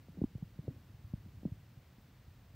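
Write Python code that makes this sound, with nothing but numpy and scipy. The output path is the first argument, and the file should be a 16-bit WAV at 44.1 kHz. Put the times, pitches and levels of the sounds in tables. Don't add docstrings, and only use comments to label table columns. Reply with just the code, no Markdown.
import sys
import numpy as np
from scipy import signal
from scipy.fft import rfft, irfft
from scipy.io import wavfile

SR = 44100
rng = np.random.default_rng(int(sys.argv[2]) if len(sys.argv) > 2 else 0)


def wrap_up_sound(samples):
    columns = np.atleast_2d(samples).T
    tamed = np.clip(columns, -1, 1)
    steps = np.round(tamed * 32767).astype(np.int16)
    wavfile.write(sys.argv[1], SR, steps)


N = 112454
TIME = np.arange(N) / SR

# frequency in Hz, relative density in dB.
RAIN_SPECTRUM = [(200, -4.5), (500, 3.5), (850, 0), (1300, -2.5), (2700, -5), (4500, -8.5), (7000, -15),
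                 (10000, -27), (16000, -53)]
HISS_SPECTRUM = [(2000, -0.5), (5000, -41.5), (8000, -10.5), (10500, -16), (12500, -9), (14000, -5),
                 (15500, -3)]
RUMBLE_SPECTRUM = [(20, -13), (28, -26.5), (40, -6.5), (65, -3), (97, 1), (150, -5), (210, -14),
                   (290, -17.5), (450, -32), (900, -52.5)]
# frequency in Hz, side level against mid in dB.
RAIN_WIDTH = [(300, -35.5), (700, -16.5), (1400, -20), (2800, -11.5), (5000, -8), (9000, -2.5)]
HISS_WIDTH = [(3000, -8), (8000, -5.5), (10500, 2.5), (12500, -4.5), (15000, -10)]
# time in seconds, level in dB.
RUMBLE_ENVELOPE = [(0, -58), (.7, -56), (1.1, -57), (1.5, -54.5), (1.7, -60), (2.55, -58)]
# frequency in Hz, bandwidth in Hz, gain in dB.
CASE_MODES = [(189, 94, -0.5), (261, 24, 7.5), (330, 22, -36), (575, 200, -25)]
# centre in seconds, half length in seconds, level in dB.
FINGER_RUBS = [(0.196, 0.041, -50), (0.697, 0.06, -54.5), (1.471, 0.016, -53.5)]
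# start in seconds, thud level in dB, settled pitch in Hz, starting pitch in Hz,
# swell time in seconds, knock gain in dB, knock pitch in Hz.
FINGER_BUMPS = [(0.084, -48.5, 163, 367, 0.011, -40, 507), (0.177, -42, 175, 202, 0.011, -61, 520),
                (0.2153, -24.5, 56, 499, 0.0044, -32.5, 450), (0.2387, -21.5, 246, 250, 0.0032, -33.5, 746),
                (0.3516, -33.5, 90, 241, 0.0053, -38, 410), (0.381, -48, 150, 282, 0.0016, -53, 574),
                (0.4239, -31, 166, 122, 0.0044, -45.5, 760), (0.589, -33.5, 136, 156, 0.0049, -31.5, 347),
                (0.6795, -33.5, 143, 100, 0.0077, -21, 414), (0.939, -43.5, 94, 140, .006, -56, 500),
                (1.040, -42.5, 79, 170, 0.0075, -70, 500), (1.1362, -26, 126, 177, 0.003, -38.5, 550),
                (1.258, -46, 164, 350, 0.0061, -56, 450), (1.4315, -40.5, 128, 288, 0.0025, -43.5, 550),
                (1.4522, -26.5, 145, 370, 0.0057, -29.5, 496), (1.518, -32, 111, 116, 0.0045, -65, 360),
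                (1.77, -45.5, 99, 151, 0.0053, -60, 500), (1.982, -47, 131, 223, 0.0032, -74, 495),
                (2.276, -46.5, 95, 131, 0.0053, -62, 500)]


def from_db(db):
    return 10 ** (np.asarray(db) / 20)


def unit_rms(x):
    return x / np.sqrt(np.mean(x ** 2) + 1e-20)


def colour(x, spectrum):
    hz, db = np.transpose(spectrum)
    bins_hz = np.maximum(np.arange(N // 2 + 1) * SR / N, 1)
    gain_db = np.interp(np.log(bins_hz), np.log(hz), db)
    return irfft(rfft(x) * from_db(gain_db), N)


def noise(spectrum):
    return unit_rms(colour(rng.standard_normal(N), spectrum))


def wide_noise(spectrum, width):
    mid = noise(spectrum)
    side = colour(noise(spectrum), width)
    return mid + side * np.array([[1], [-1]])


def drift(rate_hz):
    r = np.exp(-2 * np.pi * rate_hz / SR)
    return unit_rms(signal.lfilter([1], [1, -2 * r, r * r], rng.standard_normal(2 * N))[N:])


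def butter(x, hz, kind, order=2):
    return signal.sosfilt(signal.butter(order, hz, kind, fs=SR, output="sos"), x)


def resonate(x, hz, width_hz):
    r = np.exp(-np.pi * width_hz / SR)
    feedback = [1, -2 * r * np.cos(2 * np.pi * hz / SR), r * r]
    return signal.lfilter(np.array([1, 0, -1]) * (1 - r * r) / 2, feedback, x)


def swell(t, peak_s):
    return (t / peak_s * np.exp(1 - t / peak_s)) ** 2


def microphone_hiss(level_db=-74.5):
    return from_db(level_db) * wide_noise(HISS_SPECTRUM, HISS_WIDTH)


def far_rain(level_db=-71.5):
    return from_db(level_db) * wide_noise(RAIN_SPECTRUM, RAIN_WIDTH)


def hand_rumble(waver_db=1.1):
    level_db = np.interp(TIME, *np.transpose(RUMBLE_ENVELOPE))
    return from_db(level_db + waver_db * drift(rate_hz=36)) * noise(RUMBLE_SPECTRUM)


def case_tick(start_s=0.38, decay_s=0.0012, gain_db=-66):
    envelope = (TIME > start_s) * np.exp(-np.minimum(np.abs(TIME - start_s) / decay_s, 20))
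    return from_db(gain_db) * butter(envelope * rng.standard_normal(N), hz=6500, kind="high")


def finger_rubs(slips_per_s=240):
    slips = (rng.random(N) < slips_per_s / SR) * rng.choice([-1, 1], N) + 1e-18
    ringing = sum(from_db(db) * resonate(slips, hz, width_hz) for hz, width_hz, db in CASE_MODES)
    pressure = sum(from_db(db) * np.exp(-np.minimum(((TIME - centre_s) / half_s) ** 2, 20))
                   for centre_s, half_s, db in FINGER_RUBS)
    return pressure * unit_rms(butter(ringing, hz=600, kind="low", order=4))


def finger_bumps(settle_s=0.00429, push_db=-13.5, knock_width_hz=423):
    out = np.zeros(N)
    for start_s, thud_db, settled_hz, start_hz, swell_s, knock_db, knock_hz in FINGER_BUMPS:
        t = np.clip(TIME - start_s, 0, 0.2)
        cycles = settled_hz * t + (start_hz - settled_hz) * settle_s * (1 - np.exp(-t / settle_s))
        thud = swell(t, swell_s) * np.sin(2 * np.pi * cycles)
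        push = from_db(push_db) * swell(t, peak_s=0.0035)
        knock = np.exp(-np.pi * knock_width_hz * t) * np.sin(2 * np.pi * knock_hz * t)
        knock = butter(knock, hz=1.336 * knock_hz, kind="low", order=4)
        out += from_db(thud_db) * (thud - push) + from_db(knock_db) * knock
    return out


def scene():
    return far_rain() + microphone_hiss() + hand_rumble() + finger_bumps() + finger_rubs() + case_tick()


def record(dry):
    cutoff_hz = 15720
    low_pass = signal.ellip(14, 0.1, 80, cutoff_hz, fs=SR, output="sos")
    return signal.sosfilt(low_pass, butter(dry, hz=40, kind="high", order=3))


dry = scene()
out = record(dry)
wrap_up_sound(out)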